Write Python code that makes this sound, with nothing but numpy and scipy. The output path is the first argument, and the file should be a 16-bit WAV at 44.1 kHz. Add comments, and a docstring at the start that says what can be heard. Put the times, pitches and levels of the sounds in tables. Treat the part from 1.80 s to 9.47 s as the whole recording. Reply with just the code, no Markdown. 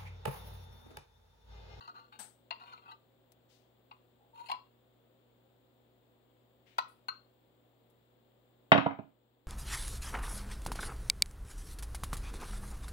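"""A plastic spoon taps, scrapes and squeaks on the rim of a glass bowl of batter, left of a phone.
Faint rustles, ticks and a loud sizzle sound nearby; a wooden utensil bounces on the worktop to the right.
Knocks drive damped modes of spoon, glass, wood and worktop; tiny jerks drive the scrapes, gliding tones squeak.
Rustles and sizzle are coloured noise puffs; steady noise and wavering tones make the small kitchen's rush and hum.
The phone turns its gain down after loud peaks, such as the bang, and creeps back."""
import sys
import numpy as np
from scipy import signal
from scipy.fft import rfft, irfft, next_fast_len
from scipy.io import wavfile
from scipy.ndimage import uniform_filter1d, map_coordinates

SR = 44100
rng = np.random.default_rng(int(sys.argv[2]) if len(sys.argv) > 2 else 0)


def master(y):
    """Save y as 16-bit WAV."""
    cut = np.clip(np.atleast_2d(y).T, -1, 1)
    pcm = np.round(cut * 32767)  # scale
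    wavfile.write(sys.argv[1], SR, pcm.astype(np.int16))


N = 338247

# the plastic spoon's dull modes, before each blow or stroke alters them:
# (frequency [Hz], level [dB], t60 [s])
SPOON = [(737, -10.5, 0.043), (920, -1.5, 0.1), (1198, 1.5, 0.1), (1436, -3, 0.034), (2024, -5, 0.042),
         (2504, -1, 0.029), (3078, -2, 0.029), (3930, -1.5, 0.035), (4460, -5, 0.087), (5040, -18, 0.11),
         (7290, -19.5, 0.006), (10040, -19, 0.006), (15900, -17, 0.0047)]
# the glass bowl's middle modes: (frequency [Hz], level [dB], t60 [s])
BOWL_MID = [(2720, 1.5, 0.0275), (2824, -1.5, 0.1)]
# bright modes of the bowl's rim, ringing free: (frequency [Hz], level [dB], t60 [s])
BOWL_RIM = [(4200, -7, 0.11), (4255, -1, 0.15), (6660, -27, 0.13)]
# left port over right for sounds at the bowl: (frequency [Hz], level [dB])
BOWL_SIDE = [(1400, 2.5), (2100, 5), (4250, 21.5), (10000, 23)]
# how much earlier the left port hears the bowl: (frequency [Hz], lead [ms])
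BOWL_LEAD = [(800, .25), (1150, .4), (2100, .47)]


def amp(db):
    """Gain of a level in dB."""
    return 10 ** (np.asarray(db) / 20)


def unit(x):
    """x scaled to rms 1."""
    return x / np.sqrt(np.mean(x ** 2) + 1e-20)


def along(points, hz):
    """Read a curve of (frequency [Hz], value) points on a log frequency axis."""
    f, v = np.transpose(points)
    return np.interp(np.log(hz + 1), np.log(f + 1), v)


def filtered(x, response):
    """x times a complex response of frequency."""
    m = next_fast_len(x.shape[-1] + SR // 2)
    spectrum = rfft(x, m) * response(np.fft.rfftfreq(m, 1 / SR))
    return irfft(spectrum, m)[..., :x.shape[-1]]


def ports(x, side, lead_ms):
    """The phone's body shades one port; the left hears lead_ms (number or curve) earlier, or later if negative."""
    def response(hz):
        over = along(side, hz)
        lead = along(lead_ms, hz) if np.ndim(lead_ms) else np.full_like(hz, lead_ms)
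        delay_s = np.maximum([-lead, lead], 0) / 1000
        shade_db = np.minimum([over, -over], 0)
        return amp(shade_db) * np.exp(-2j * np.pi * hz * delay_s)
    return filtered(x, response)


def kitchen(x, wet_db):
    """Room reverberation: a fresh noise tail for each port, each frequency dying at its own speed."""
    # the room's decay: (frequency [Hz], t60 [s])
    decay = [(100, 0.23), (700, 0.26), (5000, 0.32), (12000, 0.026)]
    noise = rng.standard_normal((2, SR * 3 // 5))
    hz, t, z = signal.stft(noise, SR, nperseg=256)
    fade_db = -60 * t / along(decay, hz)[:, None]
    tail = signal.istft(z * amp(fade_db), SR, nperseg=256)[1]
    # the tail starts 1/300 s after the direct sound
    tail = np.pad(tail / np.linalg.norm(tail[0]), ((0, 0), (SR // 300, 0)))
    return amp(wet_db) * signal.fftconvolve(x, tail, axes=1)


def ringing(modes):
    """Response of damped modes (frequency [Hz], level [dB], t60 [s]); neighbours swing in opposite phase."""
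    hz, db, t60 = np.transpose(modes)[..., None]
    width = np.log(1000) / (np.pi * t60)  # resonance bandwidth in Hz
    sign = (-1) ** np.arange(len(hz))[:, None]
    size = sign * amp(db) * np.sqrt(width)

    def response(f):
        resonances = size * 1j * f / (hz * hz - f * f + 1j * f * width)
        return np.sum(resonances, axis=0) * f / (f + hz[0] / 2j)  # weak below the first mode
    return response


def loosened(loose, chatter, t):
    """Gripped or landing anew, a loose thing splits and shifts its modes; all get much the same push."""
    held = np.repeat(loose, 5, axis=0)
    held[:, 0] *= rng.normal(1, .065, len(held))
    held = held[np.argsort(held[:, 0])]
    held[:, 2] = np.minimum(held[:, 2], .045)  # longest t60 in s
    drive = np.abs(np.exp(-2j * np.pi * np.outer(held[:, 0], t)) @ chatter) / np.sqrt(len(t))
    held[:, 1] -= 5 + 15 * np.log10(drive + .6)
    return ringing(held)


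def blow(chatter_ms, soft_ms, steady_db, crack_db, loose, steady, order):
    """A brief chatter of contacts cracks and rings; a soft one loses treble, a long one swells in."""
    crack_hz, crack_s = 892, 0.0047  # lower edge and fade of the crack
    t = np.arange(SR // 3) / SR
    u = t * 1000 / chatter_ms
    envelope = (1 - np.exp(-9 * u / chatter_ms)) * np.exp(-u)
    chatter = unit(envelope * rng.standard_normal(len(t)))
    loose_ring = loosened(loose, chatter, t)
    rings = [ringing(modes) for modes in steady]
    # one impulse at the hardest contact rings the steady bodies
    hardest = np.sqrt(len(t) / 2) * (np.arange(len(t)) == np.abs(chatter).argmax())
    crack = amp(crack_db) * unit(np.exp(-t / crack_s) * rng.standard_normal(len(t)))

    def soft(f):
        return 1 / (1 + 2j * np.pi * f * soft_ms / 1000) ** order

    def bodies(f):
        return sum(amp(db) * ring(f) for ring, db in zip(rings, steady_db))

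    return (filtered(chatter, lambda f: loose_ring(f) * soft(f))
            + filtered(hardest, lambda f: bodies(f) * soft(f))
            + filtered(crack, lambda f: (f / (f + crack_hz / 1j)) ** 2 * soft(f)))


def blows(events, loose, steady, side, lead_ms, wet_db, order):
    """Set each blow at its time and level, heard directly at the ports and through the kitchen."""
    out = np.zeros((2, N + 2 * SR))
    for s, db, chatter_ms, soft_ms, *steady_db, crack_db in events:
        ring = blow(chatter_ms, soft_ms, steady_db, crack_db, loose, steady, order)
        # scale by the sine peak equal to the strongest 200 samples
        strongest = np.sqrt(2 * uniform_filter1d(ring ** 2, size=200).max())
        near = ports(ring * amp(db) / strongest, side, lead_ms)
        far = kitchen(near, wet_db)
        start = round(s * SR)
        out[:, start:][:, :near.shape[1]] += near
        out[:, start:][:, :far.shape[1]] += far
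    return out[:, :N]


def air():
    """Steady noise whose left-right likeness varies with frequency, with wavering appliance tones."""
    # colour of the kitchen's steady rush: (frequency [Hz], relative level [dB per Hz])
    rush_colour = [(35, -59.5), (50, -17.5), (200, -11.5), (280, -7), (420, -10.5), (510, -8.5),
                   (800, -13.5), (1340, -21), (2500, -26), (3450, -20), (4250, -27.5), (6000, -43),
                   (7600, -27.5), (8100, -35.5), (11200, -45.5), (15700, -22)]
    # left-right correlation of the rush before shading: (frequency [Hz], likeness [0 to 1])
    likeness = [(60, 0.34), (150, 0.61), (400, 0.25), (700, 0.96), (1000, 0.043)]
    # appliance tones before shading: (frequency [Hz], sine peak level [dB], rms pitch waver [Hz])
    hum = [(56.96, -84, 5.4), (119.9, -71.5, 0.34), (235.5, -79, 3.3), (376.5, -77.5, 1), (502, -77, 22)]
    # left port over right: (frequency [Hz], level [dB])
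    air_side = [(60, 0), (250, -0.5), (450, 1.5), (3000, 5.5), (6000, 7.5), (8000, 24), (10000, 8),
                (15000, 3)]

    def mid_and_side(hz):
        turn = np.arccos(np.clip(along(likeness, hz), 0, 1)) / 2
        return amp(along(rush_colour, hz)) * [np.cos(turn), np.sin(turn)]

    mid, side = filtered(rng.standard_normal((2, N)), mid_and_side)
    rush = amp(-68) * unit(np.array([mid + side, mid - side]))
    t = np.arange(N) / SR
    tones = 0
    for hz, db, waver in hum:
        drift = unit(map_coordinates(rng.standard_normal(80), [t * 9]))  # 9 random points a second
        tones = tones + amp(db) * np.sin(2 * np.pi * np.cumsum(hz + waver * drift) / SR)
    return ports(rush + tones, air_side, 0.25)


def puff(s, db, rise, t60, colour):
    """A rustle, tick or sizzle as coloured noise that starts at s, rises and dies away exponentially."""
    t = np.maximum(np.arange(N) / SR - s, 0)
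    noise = unit(filtered(rng.standard_normal((2, N)), colour))
    envelope = amp(db - 60 * t / t60) * (1 - np.exp(-t / rise))
    return ports(noise * envelope, BOWL_SIDE, 0)


def rustles_and_sizzle():
    """Faint rustles, ticks and a sizzle: puffs in bands of noise, and one loud burst of richer colour."""
    # faint rustles and ticks, levels before rise and fade:
    # (time [s], level [dB], rise [s], t60 [s], centre [Hz], width [octaves])
    small_sounds = [(1.519, -53.5, 0.00049, 0.036, 9300, 5), (1.686, -51.5, 0.082, 0.35, 3730, 0.92),
                    (4.858, -63, 0.0081, 1, 2580, 0.68), (5.081, -65, 0.0019, 0.28, 9650, 0.29),
                    (6.099, -66.5, 0.00088, 0.075, 12050, 1)]
    # the loud sizzle's colour: (frequency [Hz], relative level [dB per Hz])
    sizzle_colour = [(130, -45), (215, 0), (310, -36), (847, 0), (1160, -16), (1350, -5.5), (2390, -15.5),
                     (3280, -11), (7300, -12), (8100, 5), (9300, -8), (15700, -21.5)]

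    def band(hz, octaves):
        return lambda f: 1 / (1 + (np.log2((f + 1) / hz) / octaves) ** 2) ** 1.24

    small = sum(puff(s, db, rise, t60, band(hz, octaves))
                for s, db, rise, t60, hz, octaves in small_sounds)
    sizzle = puff(.389, -37.5, rise=0.0041, t60=0.29, colour=lambda f: amp(along(sizzle_colour, f)))
    return small + sizzle


def utensil():
    """The wooden utensil lands, rattles and settles; each impact rings its modes and the worktop's."""
    # the utensil's loose modes, before each landing alters them:
    # (frequency [Hz], level [dB], t60 [s])
    wood = [(544, 3.5, 0.021), (737, 7, 0.03), (982, 5.5, 0.033), (1217, 1.5, 0.046), (1518, 5, 0.022),
            (1933, 9, 0.01), (2430, 1.5, 0.059), (2957, 3.5, 0.038), (3675, -1, 0.11), (4660, -10, 0.017)]
    # its clearest mode, of the same pitch at every landing, level at the first:
    # (frequency [Hz], level [dB], t60 [s])
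    handle = [(654.4, 1, 0.091)]
    # the worktop's modes: (frequency [Hz], level [dB], t60 [s])
    worktop = [(138, 7, 0.024), (207.8, 6, 0.051), (278, 4.5, 0.15), (430, -7, 0.068)]
    # impacts: (time [s], level [dB], softness [ms], worktop against the utensil [dB])
    bounces = [(6.918, -3.5, 0.039, -4), (6.925, -10, 0.035, -20), (6.949, -11.5, 0.14, -3.5),
               (6.960, -13, 0.14, -24.5), (6.978, -11.5, 0.063, -5.5), (7.001, -23, 0.071, -3.5),
               (7.061, -12, 0.15, -9), (7.109, -31.5, 0.096, -17), (7.188, -25.5, 0.17, -4)]
    # left port over right: (frequency [Hz], level [dB])
    wood_side = [(100, -17), (250, -17), (450, -6), (1000, -1.5), (2200, 9), (4200, 12.5), (10000, 16)]
    chatter_ms, crack_db = 1.3, -55.5
    handle_dulls_db_per_s = 39.5  # later landings stir the clearest mode less
    landings = []
    for s, db, soft_ms, top_db in bounces:
        handle_db = -handle_dulls_db_per_s * (s - bounces[0][0])
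        landings.append((s, db, chatter_ms, soft_ms, top_db, handle_db, crack_db))
    thuds = blows(landings, wood, [worktop, handle], wood_side, lead_ms=-.23, wet_db=-8.5, order=3)
    # the phone picks up little of the thuds below 69.5 Hz
    return filtered(thuds, lambda f: (f / (f + 69.5 / 1j)) ** 2)


def squeak():
    """The wet edge sings on the glass: rough notes that swell, rise a little and fade."""
    # notes: (start [s], length [s], first pitch [Hz], peak before roughness [dB])
    sung = [(1.048, 0.07, 2600, -65), (2.394, 0.063, 812, -66.5), (2.528, 0.102, 907.6, -48.5)]
    rise_hz_per_s = 294
    t = np.arange(N) / SR
    # the level wavers at random, with 140 points a second
    rough = amp(5 * map_coordinates(rng.standard_normal(N * 140 // SR + 4), [t * 140]))
    s, length, hz, db = np.transpose(sung)[..., None]
    since = np.clip(t - s, 0, length)
    swell = amp(db) * np.abs(np.sin(np.pi * since / length)) ** 0.8
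    notes = swell * np.sin(2 * np.pi * since * (hz + rise_hz_per_s * since / 2))
    near = ports(rough * notes.sum(axis=0), BOWL_SIDE, BOWL_LEAD)
    return near + kitchen(near, -1.0)[:, :N]


def scraping():
    """The spoon's edge catches and slips in clumped tiny jerks; each stroke bends it and shifts its modes."""
    # strokes, levels before the push fades: (time [s], low ring [dB], fade [s],
    # high ring against the low [dB], rim ring against the low [dB])
    strokes = [(.005, -50, 0.049, -6.5, -8.5), (0.073, -46, 0.023, -19, -10), (0.139, -50, 0.042, -13, -14),
               (0.156, -56.5, 0.073, -10.5, -5.5), (0.32, -52, 0.031, -4.5, -12),
               (0.357, -64.5, 0.0092, -17, -3), (0.795, -48.5, 0.059, -9, -16),
               (0.853, -56.5, 0.082, -0.5, -7), (0.926, -44, 0.013, -9, -8),
               (0.973, -55.5, 0.0091, -1, -23), (1.017, -55, 0.023, -6, -40), (1.051, -52, 0.025, -9, -33),
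               (1.077, -49.5, 0.035, -10, -38), (1.109, -45.5, 0.011, -2, -11),
               (2.541, -61.5, 0.095, -0.5, -6), (2.591, -49.5, 0.011, -7, -6), (2.656, -65, 0.045, 13.5, 3)]
    rise_share = 0.046  # rise time as a share of the fade
    pressed_rim = BOWL_RIM * np.array([1, 1, 0.19])  # the edge damps the rim to this share of its t60
    first_pass_s, first_pass_db = .4, 4.5  # until then the upper belly modes ring louder
    last_pass_s, last_pass_db = 2, 12  # from then the edge scrapes bare glass: treble modes ring louder
    out, t = np.zeros(N + SR), np.arange(SR // 2) / SR
    for s, db, fade, high_db, rim_db in strokes:
        clumps = map_coordinates(rng.standard_normal(70), [t * 120])
        sparse = rng.random(len(t)) < 2000 / SR  # about 2000 jerks a second
        jerks = sparse * rng.standard_normal(len(t)) * amp(3 * clumps)
        push = (1 - np.exp(-t / (rise_share * fade))) * np.exp(-(t / fade) ** 2 / 2)
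        bent = np.array(SPOON)
        bent[:, 0] *= rng.normal(1, .035, len(bent))
        bent[2:4, 1] += first_pass_db * (s < first_pass_s)
        bent[-3:, 1] += last_pass_db * (s > last_pass_s)
        high = sorted([*map(tuple, bent[4:]), *BOWL_MID])
        start = round(s * SR)
        for level, modes in ((db, bent[:4]), (db + high_db, high), (db + rim_db, pressed_rim)):
            ring = ringing(modes)
            steady_level = np.std(filtered(jerks, ring))
            out[start:][:len(t)] += amp(level) * filtered(jerks * push, ring) / steady_level
    near = ports(out[:N], BOWL_SIDE, BOWL_LEAD)
    return near + kitchen(near, -16.5)[:, :N]


def taps():
    """The spoon knocks on the glass: its dull modes sound with the bowl's deep, middle and bright rings."""
    # knocks: (time [s], level [dB], softness [ms], change of the spoon's lowest modes [dB],
    # deep ring [Hz], share of the rim's t60 left by the grip,
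    # deep, middle and bright ring against the spoon [dB each], crack [dB])
    knocks = [(.707, -27, 0.034, 11, 1010, 0.2, -1.5, 2.5, 9.5, -83),
              (.724, -37, 0.055, -12, 1090, .6, 2, 13, -9, -68),
              (2.111, -42.5, 0.042, 4, 1114, 0.34, -2.5, -6, -10, -72),
              (2.686, -38.5, 0.0063, 10, 1000, 0.38, 2, 1, 2, -63),
              (2.697, -28.5, 0.0096, 16.5, 1070, 0.28, 4, -19, 0.5, -65),
              (2.715, -25.5, 0.0043, 13, 1103, 0.2, 9.5, 2.5, 4.5, -53.5),
              (2.738, -41.5, 0.82, 1, 1100, .5, -12, -17, -30, -53),
              (4.983, -18, 0.013, 6.5, 1049, .5, 1.5, -30, -16.5, -46.5),
              (5.284, -25.5, 0.0059, -11, 1046, 0.58, 1, -7, 9.5, -66)]
    # the deep ring once the bowl stands on the worktop: (frequency [Hz], level [dB], t60 [s])
    resting = [(1046, 0, .07), (1421, -12, .2)]
    chatter_ms = 1.81
    deep_t60_s, twin_ratio = 0.13, 0.91  # held, the deep ring is a close pair; grip and batter shift it
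    inside_s, rests_s = 4, 5.2  # from then the spoon lies in the bowl; the bowl stands on the worktop
    lowest_hz, belly_hz, tip_hz = 1000, 1700, 3500  # bounds of the spoon's mode groups

    def spoon_change_db(hz, s, low_db):
        if hz < lowest_hz:
            return low_db
        if s <= inside_s:
            return 0
        belly_db = 10.5 * (hz < belly_hz)
        tip_db = 4 * (hz > tip_hz and s < rests_s)  # only as the spoon drops in
        return belly_db + tip_db

    out = 0
    for s, db, soft_ms, low_db, deep_hz, left, *ring_and_crack_db in knocks:
        spoon = [(hz, level + spoon_change_db(hz, s, low_db), t60) for hz, level, t60 in SPOON]
        deep = [(deep_hz, 0, deep_t60_s), (deep_hz * twin_ratio, 0, deep_t60_s)]
        if s > rests_s:
            deep = resting
        rim = BOWL_RIM * np.array([1, 1, left])
        event = (s, db, chatter_ms, soft_ms, *ring_and_crack_db)
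        out = out + blows([event], spoon, [deep, BOWL_MID, rim], BOWL_SIDE, BOWL_LEAD,
                          wet_db=-14.0, order=2)
    return out


def scene():
    """All sources summed at the phone's two ports."""
    return air() + rustles_and_sizzle() + utensil() + squeak() + scraping() + taps()


def record(dry):
    """Gain control ducks after loud peaks and creeps back; the very tops round off and the band is limited."""
    peak_db = 20 * np.log10(np.abs(dry).max(axis=0) + 1e-9)
    over_db = np.maximum(peak_db + 14, 0) * 0.31  # duck by this share of what exceeds -14 dB
    creep_db = 1.7 * np.arange(N) / SR  # recovery of 1.7 dB per second
    duck_db = np.maximum(np.maximum.accumulate(over_db + creep_db * (over_db > 0)) - creep_db, 0)
    duck_db = uniform_filter1d(duck_db, size=441, origin=220)  # eased over the last 10 ms
    ducked = dry * amp(-duck_db)
    rounded = .92 * ducked / (.92 ** 8 + ducked ** 8) ** (1 / 8)
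    return filtered(rounded, lambda hz: hz < 15750)


dry = scene()
out = record(dry)
master(out)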